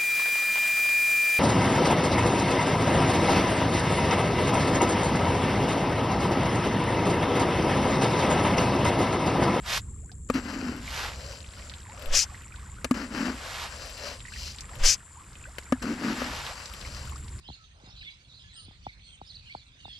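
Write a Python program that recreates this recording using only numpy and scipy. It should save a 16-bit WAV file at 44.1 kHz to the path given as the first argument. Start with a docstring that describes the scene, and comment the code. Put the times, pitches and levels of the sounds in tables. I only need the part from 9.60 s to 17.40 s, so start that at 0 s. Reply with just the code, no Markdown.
"""Feeding fish at a pond

A scoop knocks and digs in a plastic bucket just left of the camera's two microphones. Flung past
them, feed pellets rattle and hiss off the scoop's rim, then splash on the water in a shower.
Fish leave drips and bubbles; crickets sing in the grass over a far rumble."""
import sys
import numpy as np
from scipy import signal
from scipy.fft import rfft, irfft, next_fast_len
from scipy.io import wavfile
from scipy.ndimage import uniform_filter1d, map_coordinates

SR = 44100
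rng = np.random.default_rng(int(sys.argv[2]) if len(sys.argv) > 2 else 0)


def store_wav(level_fs):
    """Save 16-bit WAV to argv[1]."""
    pcm = np.round(np.clip(np.atleast_2d(level_fs), -1, 1) * 32767)
    wavfile.write(sys.argv[1], SR, pcm.T.astype(np.int16))


N = 343980


def amp(db):
    return 10 ** (np.asarray(db) / 20)


def unit(x):
    return x / np.sqrt(np.mean(x ** 2) + 1e-20)


def along(points, hz):
    """Read (hz, value) points on a log frequency axis."""
    f, v = np.transpose(points)
    return np.interp(np.log(hz + 1), np.log(f + 1), v)


def curves(rows):
    """One value per sample for each column after the time."""
    s, *cols = np.transpose(rows)
    return [np.interp(np.arange(N) / SR, s, c) for c in cols]


def wobble(rate):
    """A smooth random curve, rate knots a second."""
    return map_coordinates(rng.standard_normal(int(N * rate / SR) + 4), [np.arange(N) * rate / SR])


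def filtered(x, response):
    """x times a response of frequency."""
    m = next_fast_len(N + SR // 4)
    return irfft(rfft(x, m) * response(np.fft.rfftfreq(m, 1 / SR)), m)[..., :N]


def coloured(x, spectrum):
    return unit(filtered(x, lambda hz: amp(along(spectrum, hz))))


def resonance(hz, centre_hz, width_hz):
    return 1j * hz * width_hz / (centre_hz ** 2 - hz ** 2 + 1j * hz * width_hz)


def sizes_db(chance, spread_db):
    """Many small, few large; the largest are bounded."""
    return np.minimum(-np.log(1 - chance), 3) * spread_db


def patter(count, spread_db, smooth):
    """Tiny contacts of uneven size over a share of smooth noise."""
    when, size, sign = rng.random((count, 3)).T
    hits = np.bincount((when * N).astype(int), np.sign(sign - .5) * amp(sizes_db(size, spread_db)), N)
    return np.sqrt(1 - smooth) * unit(hits) + np.sqrt(smooth) * rng.standard_normal(N)


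def blips(s, db, hz, life_s, glide=0, samples=512):
    """Damped sines whose pitch climbs by the share glide during their life."""
    s, db, hz, life_s, glide = (np.reshape(v, (-1, 1)) for v in (s, db, hz, life_s, glide))
    t = np.arange(samples) / SR
    age = t / np.clip(life_s, .0002, .08)
    phase = 2 * np.pi * hz * t * (1 + glide * np.minimum(age, 2) / 2)
    wave = amp(db) * np.sin(phase) * (1 - np.exp(-14 * age)) * np.exp(-.8 * age - age ** 3)
    at = (s * SR).astype(int) + np.arange(samples)
    return np.bincount(at.ravel(), wave.ravel(), N + samples)[:N]


def swells(s, rise, fall, db, hold=0, edge_db=10.5, roundness=1.63):
    """Gain of overlapping swells, each edge_db down one rise or fall time from its top."""
    s, rise, fall, db, hold = (np.reshape(v, (-1, 1)) for v in (s, rise, fall, db, hold))
    t = np.arange(0, N, 64) / SR
    from_top = np.maximum((s - t) / rise, (t - s - hold) / fall).clip(0)
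    power = amp(db - edge_db * from_top ** roundness) ** 2
    return np.interp(np.arange(N) / SR, t, np.sqrt(power.sum(axis=0)))


def placed(x, balance, alike):
    """Two microphones: a level difference, and scattered sound that differs between them."""
    t = np.arange(SR // 70) / SR
    scatter = rng.standard_normal(len(t)) * amp(-60 * t / 0.0041)
    scattered = signal.fftconvolve(x, scatter / np.linalg.norm(scatter))[:N]
    angle = lambda hz: np.arccos(along(alike, hz)) / 2
    mid = filtered(x, lambda hz: np.cos(angle(hz)))
    side = filtered(scattered, lambda hz: np.sin(angle(hz)))
    pair = np.array([mid + side, mid - side])
    return filtered(pair, lambda hz: amp(np.outer([.4, -.6], along(balance, hz))))


# Far rumble, spectrum: freq_hz, gain_db
RUMBLE_SPECTRUM = [(11, -38), (18, -10), (70, 5.5), (97, -4.5), (124, -4.5), (173, -15), (203, -10.5),
                   (226, -19), (450, -27.5), (700, -50), (990, -90)]
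# Level of the rumble, with a brief dip after the second throw: time_s, level_db
RUMBLE_LEVELS = [(0, -41.5), (2.3, -44), (4.9, -46), (5.3, -42.5), (5.5, -49), (6.6, -44), (7.8, -42)]
def far_rumble():
    """Low wavering noise from a distance, nearly alike at both microphones."""
    level_db, = curves(RUMBLE_LEVELS)
    rumble = coloured(rng.standard_normal(N), RUMBLE_SPECTRUM) * amp(level_db + 1.8 * wobble(5))
    return placed(rumble, balance=[(60, -0.26), (400, -0.83)], alike=[(60, 1), (300, 0.87)])


# Countless insects far off in the grass: freq_hz, gain_db
MEADOW_SPECTRUM = [(5000, -29), (6500, -4), (8500, 2), (10300, -4), (11300, -20), (14000, -19),
                   (15700, -40)]
# Far singers, to the left: time_s, chorus_db, trill_db, buzz_db
FAR_INSECTS = [(0, -54, -70, -71), (.6, -56.5, -77, -83), (1.5, -55, -72, -69), (3.1, -56.5, -70, -78),
               (3.9, -53.5, -62.5, -67), (4.7, -55, -66, -68), (5.8, -57, -68, -74), (6.5, -54, -70, -66.5),
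               (7.8, -54, -68, -67)]
# Pace of the trill: time_s, bursts_per_s
TRILL_PACE = [(0, 9.5), (3, 9.6), (3.6, 10.3), (5.5, 9.65), (6, 9.0), (7.8, 9.0)]
def far_insects():
    """A shimmering chorus, a trill in bursts and an unbroken buzz over the meadow's hiss."""
    chorus_db, trill_db, buzz_db = curves(FAR_INSECTS)
    t, noise = np.arange(N) / SR, rng.standard_normal

    def band(x, hz, width_hz):
        return unit(filtered(x, lambda f: resonance(f, hz, width_hz) ** 2))

    def strokes(per_s):
        pulses = np.diff(np.floor(per_s * t + .25 * wobble(6)), prepend=0)
        return unit(pulses * amp(0.57 * wobble(60))) + .5 * noise(N)

    chorus = band(noise((2, N)) + 0.63 * noise(N), 7530, 580) * amp(chorus_db + 2 * wobble(50))
    bursts = (np.cumsum(curves(TRILL_PACE)[0]) / SR - .04) % 1 < .68
    trill = amp(trill_db) * band(strokes(121) * uniform_filter1d(1. * bursts, size=500), 8760, 550)
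    buzz = amp(buzz_db) * band(strokes(105), 10070, 450)
    meadow = amp(-65) * coloured(noise((2, N)) + 1.2 * noise(N), MEADOW_SPECTRUM)
    return meadow + chorus * amp([[2], [-2.5]]) + (trill + buzz) * amp([[1.5], [-2]])


# One cricket nearby on the left, loudest note of each phrase: time_s
PHRASE_TIMES = [0.2174, 0.459, 0.688, 0.9892, 1.2695, 1.5589, 1.828, 2.09, 2.331, 2.8604, 3.116, 3.3717,
                3.6379, 3.9215, 4.1619, 4.4104, 4.685, 4.9606, 5.2026, 5.5717, 5.8267, 6.0546, 6.337,
                6.5734, 6.8294, 7.21, 7.514, 7.7754]
# The notes of a phrase: offset_s, gain_db, pitch_hz
PHRASE_NOTES = [(-.055, -1, 7200), (-.041, 2, 7080), (-.0145, 1, 6950), (0, 6.5, 7220), (.093, 0, 7100)]
def near_cricket():
    """A phrase of five short high notes, repeated a little louder or softer."""
    s = np.array(PHRASE_TIMES)
    db = rng.normal(-46.5, 1, len(s))
    song = sum(blips(s + offset, db + gain_db, hz, life_s=0.0055) for offset, gain_db, hz in PHRASE_NOTES)
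    return song * amp([[2], [-2.5]])


# Level of the water's wash and crackle; it jumps at 0.7 s and dips after the second throw:
# time_s, wash_db, crackle_db
WATER_LEVELS = [(0, -57.5, -84), (.68, -71, -84), (.71, -51, -68), (1.4, -58, -57), (2.6, -50, -57),
                (3.3, -55, -66), (4.6, -56, -56), (5.3, -50, -59), (5.42, -56, -67), (6.2, -51.5, -62),
                (7.0, -50, -61), (7.8, -55, -62)]
# Wash of the water: freq_hz, gain_db
WASH_SPECTRUM = [(180, -16), (300, -4), (450, -6), (800, -7.5), (1100, -1.5), (2000, -5.5), (3200, -9),
                 (6000, -11.5), (8300, -20), (11500, -21.5), (14000, -27), (15500, -60)]
# Bubbles that close as they rise: start_s, level_db, first_hz, last_hz, life_s
RISING_BUBBLES = [(.36, -56, 990, 1400, .012), (4.955, -52, 770, 1090, .028), (.425, -57, 520, 950, 0.035),
                  (2.286, -44, 790, 1090, 0.049), (2.645, -47, 784, 1200, 0.026),
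                  (2.691, -45, 1040, 1430, 0.035), (2.74, -50, 1300, 2330, .018),
                  (3.025, -48, 1030, 1510, 0.021), (3.165, -47, 1200, 1600, 0.021),
                  (3.208, -48, 1090, 3020, .02), (5.11, -47, 590, 1310, 0.072),
                  (5.35, -50, 970, 1860, 0.033), (5.566, -46.5, 843, 1320, 0.05),
                  (5.87, -48, 496, 830, 0.039), (6.155, -48, 646, 1090, 0.022),
                  (6.89, -40.5, 435, 1140, .07), (7.556, -39, 1059, 1610, 0.016),
                  (7.725, -55, 880, 1240, 0.033)]
def pond():
    """Rising bubbles, faint random plops and a crackle of bursting film on a wash."""
    wash_db, crackle_db = curves(WATER_LEVELS)
    s, db, first_hz, last_hz, life_s = np.transpose(RISING_BUBBLES)
    rising = blips(s, db, first_hz, life_s, glide=last_hz / first_hz - 1, samples=4500)
    when, pitch, size, ring = rng.random((1600, 4)).T
    s, hz = when * (N - 1) / SR, 850 * amp(9 * pitch)
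    plops = blips(s, sizes_db(size, 2.6), hz, (4 + 14 * ring ** 2) / hz, 0.28 * ring ** 2, samples=1024)
    when, pitch, size, ring = rng.random((900, 4)).T
    s, hz = when * (N - 1) / SR, 1800 * amp(11 * pitch)
    crackle = blips(s, sizes_db(size, 1.8), hz, (2 + 3 * ring) / hz, samples=128)
    wash = coloured(rng.standard_normal(N), WASH_SPECTRUM) * amp(0.96 * wobble(13))
    return amp(wash_db) * (0.64 * wash + 0.54 * unit(plops)) + amp(crackle_db) * unit(crackle) + rising


# Drops and fish mouths on the water, centre: start_s, level_db, pitch_hz
WATER_PLOPS = [(0.494, -42.5, 1610), (0.515, -49, 730), (1.278, -28.5, 2200), (1.973, -43, 1360),
               (2.023, -40.5, 2240), (2.12, -40, 1690), (2.339, -42, 690), (2.719, -44, 745),
               (2.745, -34, 1900), (2.91, -46, 1320), (2.922, -39.5, 2340), (2.941, -41, 1470),
               (3.057, -46, 1460), (3.184, -40.5, 1400), (4.653, -33, 1860), (4.682, -35.5, 1940),
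               (4.721, -35.5, 1640), (4.738, -33, 2660), (4.761, -33, 1880), (5.092, -42, 1240),
               (5.134, -39, 1860), (5.404, -43, 1720), (5.609, -42.5, 1080), (5.84, -39, 2520),
               (5.854, -36, 1540), (7.115, -40, 1210), (7.25, -33.5, 2140), (7.475, -38.5, 1340),
               (7.521, -35, 1050)]
# Stray pellets and drops, either side: start_s, level_db, pitch_hz, left_over_right_db
STRAY_TICKS = [(0.5172, -33, 4600, -1.5), (1.805, -32, 4110, 7.5), (1.8453, -34.5, 2610, 5),
               (2.0972, -24, 4100, -1), (2.1387, -26.5, 3430, 2), (2.9598, -33.5, 3500, -1.0),
               (4.605, -29.5, 3400, 0), (4.9856, -23.5, 4100, 1.0), (5.008, -20, 6060, 2),
               (5.7309, -38, 4790, 0.0), (5.7549, -34, 2700, -3), (6.033, -37, 4710, 2.5),
               (6.8663, -22, 3120, 4), (7.0577, -21.5, 4900, -1), (7.213, -26.5, 4210, 4.5),
               (7.3484, -29, 4710, 5), (7.5597, -31, 5190, 4.5), (7.645, -40, 4450, 3.5),
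               (7.6825, -35, 4400, 4), (7.79, -42, 4400, 19)]
# Pellets snapping on plastic, to the left: start_s, level_db, left_over_right_db
PLASTIC_SNAPS = [(1.165, -40, 6.0), (2.3955, -44, 17), (2.4229, -39, 20), (2.459, -36, 18), (2.82, -44, 1),
                 (4.2607, -38, 11), (4.3, -38, 12), (4.378, -39, 9.5), (5.1552, -42, 18),
                 (6.7625, -37, 4.5), (7.1375, -32, 7.0), (7.4535, -46, 24), (7.4955, -41, 15.5),
                 (7.5802, -44, 2.5)]
def drips_and_strays():
    """Single plops, ticks and bright snaps; the pond's banks smear them a little."""
    def panned(s, db, pan_db, hz, life_s):
        return np.array([blips(s, db + side * pan_db / 2, hz, life_s, samples=128) for side in (1, -1)])

    s, db, hz = np.transpose(WATER_PLOPS)
    plops = blips(s, db, hz, 7 / hz, glide=0.034, samples=1024)
    s, db, hz, pan_db = np.transpose(STRAY_TICKS)
    ticks = panned(s, db, pan_db, hz, 2 / hz)
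    s, db, pan_db = np.transpose(PLASTIC_SNAPS)
    snaps = panned(s, db, pan_db, hz=11500, life_s=0.00042)
    dull_plastic = panned(s, db + 3.5, pan_db, hz=3050, life_s=2 / 3050)
    direct = plops + ticks + snaps + dull_plastic
    t = np.arange(SR // 50) / SR
    banks = rng.standard_normal((2, len(t))) * amp(-60 * t / 0.056)
    banks /= np.linalg.norm(banks[0])
    return direct + amp(0.5) * signal.fftconvolve(direct, banks, axes=1)[:, :N]


# Pellets landing out on the pond: top_s, rise_s, hold_s, fall_s, level_db, tilt_db, drift_db_per_s
LANDINGS = [(0.107, 0.044, 0.067, 0.018, -29, 2, 46), (1.386, 0.12, 0.048, 0.088, -34, 0, -18),
            (4.005, 0.25, 0.043, 0.039, -36.5, 0, 1), (6.595, 0.22, 0.29, 0.047, -39, -2, 6)]
# Their spray: freq_hz, gain_db
SPRAY_SPECTRUM = [(180, -30), (300, -14.5), (550, -6), (950, -0.5), (1600, -2), (3500, -3.5), (5500, -6),
                  (8000, -18), (10500, -19.5), (12500, -20), (14000, -32), (15600, -42)]
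def showers():
    """Hundreds of pellets break the surface: short bubbles inside a spray of clicks."""
    s, rise, hold, fall, db, tilt_db, drift = np.transpose(LANDINGS)
    t = np.arange(N) / SR
    nearest = np.argmin(np.abs(t - s[:, None]), axis=0)
    bright_db = np.clip(tilt_db[nearest] + drift[nearest] * (t - s[nearest]), -9, 9)
    when, pitch, size = rng.random((10000, 3)).T
    hz = 700 * amp(17 * pitch)
    fizz = unit(blips(when * (N - 1) / SR, sizes_db(size, 12), hz, 3 / hz, glide=0.17, samples=256))
    spray = coloured(patter(count=40000, spread_db=2, smooth=0.2), SPRAY_SPECTRUM) + 0.29 * fizz
    low = filtered(spray, lambda hz: 1 / (1 + (hz / 2500) ** 2))
    return swells(s, rise, fall, db, hold) * (amp(-bright_db) * low + amp(bright_db) * (spray - low))


# Digging deep in the bucket: top_s, rise_s, hold_s, fall_s, scrape_db, boom_db
SCOOP_DIGS = [(0.752, 0.014, 0.021, .03, -36.5, -29), (0.907, 0.095, 0.032, 0.038, -42, -36),
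              (0.99, 0.053, 0.1, 0.13, -43.5, -35), (3.349, 0.0087, 0.062, 0.065, -40, -35),
              (3.573, 0.062, 0.11, 0.063, -38, -31.5), (6.227, 0.0075, 0.091, 0.042, -41.5, -31),
              (6.453, 0.067, .05, 0.052, -38, -27), (6.615, 0.079, 0.032, .09, -40.5, -39)]
# Pellets shifting in the lifted scoop: top_s, rise_s, fall_s, hollow_db, scrape_db, rattle_db
SCOOP_SHAKES = [(1.44, 0.13, 0.059, -52.5, -48, -48.5), (1.71, 0.29, 0.099, -48.5, -55, -46.5),
                (2.02, 0.15, 0.11, -55, -60, -54.5), (2.46, 0.12, 0.08, -47.5, -51, -52.5),
                (3.87, 0.17, .06, -50.5, -47.5, -52), (4.12, 0.057, .05, -58, -46, -47.5),
                (4.25, 0.14, 0.097, -49, -51.5, -43.5), (4.47, 0.12, 0.088, -44, -45.5, -40),
                (4.86, 0.13, 0.083, -61.5, -69, -39), (5.21, 0.11, 0.058, -51.5, -54, -54),
                (6.76, .08, 0.068, -54.5, -47, -45), (7.0, 0.23, 0.092, -57.5, -49, -47),
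                (7.36, 0.39, 0.16, -54, -52, -46.5)]
# Pellets scraping: freq_hz, gain_db
SCRAPE_SPECTRUM = [(300, -29), (700, 2), (1100, 6), (1500, 8), (2200, -2.5), (3000, -7.5), (4000, -36)]
# Pellets rattling: freq_hz, gain_db
RATTLE_SPECTRUM = [(1800, -20), (2800, -9), (3800, -4.5), (4700, -2), (5700, -3.5), (7000, -11),
                   (9500, -25.5), (12200, -19), (14000, -34), (15800, -45)]
def scoop():
    """Pellets grind past the scoop; they drive the bucket's air, the scoop's hollow and the walls."""
    s, rise, hold, fall, *levels = np.transpose(SCOOP_DIGS)
    dig, dig_boom = (swells(s, rise, fall, db, hold) for db in levels)
    s, rise, fall, *levels = np.transpose(SCOOP_SHAKES)
    shake_hollow, shake_scrape, shake_rattle = (swells(s, rise, fall, db) for db in levels)
    coarse = patter(count=1500, spread_db=2.5, smooth=0.45)
    boom = unit(filtered(coarse, lambda hz: resonance(hz, 249, 43) * resonance(hz, 216, 290)))
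    fine = patter(count=8000, spread_db=5, smooth=0.91)
    hollow = unit(filtered(fine, lambda hz: resonance(hz, 549, 230) ** 2))
    grind = patter(count=9000, spread_db=3.5, smooth=0.54) * amp(1.04 * wobble(60))
    return (np.hypot(dig_boom, amp(-10) * shake_hollow) * boom
            + np.hypot(amp(-8.5) * dig, shake_hollow) * hollow
            + np.hypot(dig, shake_scrape) * coloured(grind, SCRAPE_SPECTRUM)
            + np.hypot(amp(-5) * dig, shake_rattle) * coloured(grind, RATTLE_SPECTRUM))


# Scoop striking the bucket, relative levels: start_s, crack_db, boom_db, wall_db
SCOOP_KNOCKS = [(0.691, -24, -40, -32), (0.6996, -6, -18, -4.5), (0.7403, -12, -35, -34),
                (0.7532, -20, -14, -18), (3.245, -1, -43, -15), (3.249, -31, -30, -12),
                (3.3104, -4.5, -8, -6.5), (3.343, -16, -29, -43), (3.6818, -38, -30, -13.5),
                (5.9837, -8.5, -58, -26), (6.101, -37, -48, -46), (6.123, -6.5, -9.5, -6),
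                (6.2248, -10.5, -33, -32), (6.6179, -15, -27.5, -9)]
# The bucket's modes, air first, then walls: pitch_hz, gain_db, t60_s
BUCKET_MODES = [(253.6, 0, 0.07), (575, -18, 0.02), (930, -33, 0.03), (1244, -19.5, 0.019),
                (1704, -39.5, 0.078), (2350, -33.5, 0.026)]
def knocks():
    """Each knock crunches pellets, sounds the bucket's air mode and shakes its walls."""
    out, t = np.zeros(N + SR), np.arange(SR // 6) / SR
    attack = 1 - np.exp(-t / 0.0018)
    for s, crack_db, boom_db, wall_db in SCOOP_KNOCKS:
        hit = amp(crack_db - 16.5 - 60 * t / 0.033) * rng.standard_normal(len(t))
        for k, (hz, db, t60) in enumerate(BUCKET_MODES):
            if k == 0:
                level_db, blur = boom_db + 0.5, 0
            else:  # soft plastic blurs the walls' pitch
                level_db = wall_db + db + 11.5 + rng.normal(0, 2.6)
                blur = 0.099 * np.cumsum(rng.standard_normal(len(t)))
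            hit += amp(level_db - 60 * t / t60) * np.sin(2 * np.pi * hz * t + blur) * attack
        out[round(s * SR):][:len(t)] += hit
    return filtered(out[:N], lambda hz: 1 / (1 + 1j * hz / 5000) / (1 + (hz / 12500) ** 4))


# The bucket, just left of the microphones: freq_hz, left_over_right_db
BUCKET_BALANCE = [(60, 2), (110, -3), (200, 0.5), (380, 3), (700, 9.5), (1290, 10), (2380, 17), (4400, 9.5),
                  (8120, -3.5), (15000, 7)]
# How alike it arrives at the two: freq_hz, likeness
BUCKET_LIKENESS = [(300, 1), (1400, 0.93), (3000, 0.23), (5000, 0.98), (8000, 0.053), (12000, 0.027)]
def bucket():
    """Scooping and knocks reach the microphones from the same spot."""
    return placed(scoop() + knocks(), BUCKET_BALANCE, BUCKET_LIKENESS)


# Air pushed by the arm, right at the microphones: peak_s, level_db, pitch_hz
AIR_PUSHES = [(2.522, -19, 11.6), (5.249, -13, 16)]
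def arm_swings():
    """Each swing shoves one slow pulse of pressure at the microphones."""
    t = np.arange(N) / SR
    return sum(amp(db) * np.cos(2 * np.pi * hz * (t - s)) * np.exp(-(1.9 * hz * (t - s)) ** 2)
               for s, db, hz in AIR_PUSHES)


# Pellets leaving the scoop, passing close on the left: time_s, hiss_db
PELLET_THROWS = [(2.532, -20.5), (5.238, -19)]
# Course of every throw: offset_s, gain_db, body_over_hiss_db
THROW_COURSE = [(-.045, -36, 6), (-.016, -30.5, 8), (0, -12, -0.5), (.023, 0.5, -11), (.065, -0.4, -15),
                (.106, -7.5, -16.5), (.125, -35.5, -1)]
# Hiss off the rim: freq_hz, gain_db
RIM_SPECTRUM = [(1470, -56), (2500, -15.5), (2980, -14), (3440, -17), (5080, 0.5), (5970, 0.5), (7620, -7),
                (8230, -15), (12300, -21.5), (14500, -39), (15500, -81)]
# Lower body of a full scoop's rush: freq_hz, gain_db
BODY_SPECTRUM = [(250, -22), (500, 2.5), (900, -3.5), (1600, 1), (2500, -3), (3500, -2.5), (5000, -30)]
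def throws():
    """Pellets rush over the scoop's rim in clumps; a full scoop sounds low, an emptying one higher."""
    t = np.arange(N) / SR
    offset, course_db, over_db = np.transpose(THROW_COURSE)
    gain = sum(amp(db + np.interp(t - s, offset, course_db, -np.inf, -np.inf)) for s, db in PELLET_THROWS)
    body_db = sum(np.interp(t - s, offset, over_db, 0, 0) for s, _ in PELLET_THROWS)
    rush = patter(count=60000, spread_db=6, smooth=0.78) * amp(0.57 * wobble(250))
    fullness = np.clip((body_db + 21) / 16, 0, 1)
    emptying = unit(filtered(rush, lambda hz: resonance(hz, 2100, 2050) ** 2))
    body = fullness * coloured(rush, BODY_SPECTRUM) + (1 - fullness) * emptying
    pellets = gain * (coloured(rush, RIM_SPECTRUM) + amp(body_db) * body)
    return placed(pellets, balance=[(300, 2.8), (3000, 3.7), (12000, 5.6)],
                  alike=[(1000, 0.95), (6000, 0.88), (13000, 0.55)])


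def scene():
    """Grass, water and feeding as heard from the bank."""
    background = far_rumble() + far_insects() + near_cricket()
    surface = placed(pond() + showers(), balance=[(500, -4), (3000, 2.3), (10000, 4)],
                     alike=[(500, 1), (3000, 0.72), (10000, 0.63)])
    return background + surface + drips_and_strays() + bucket() + arm_swings() + throws()


def record(dry, fade_hz=14800, limit_hz=15750):
    """The microphones fade in the top octave and the camera keeps nothing above its band limit."""
    return filtered(dry, lambda hz: (hz < limit_hz) / np.sqrt(1 + (hz / fade_hz) ** 24))


dry = scene()
out = record(dry)
store_wav(out)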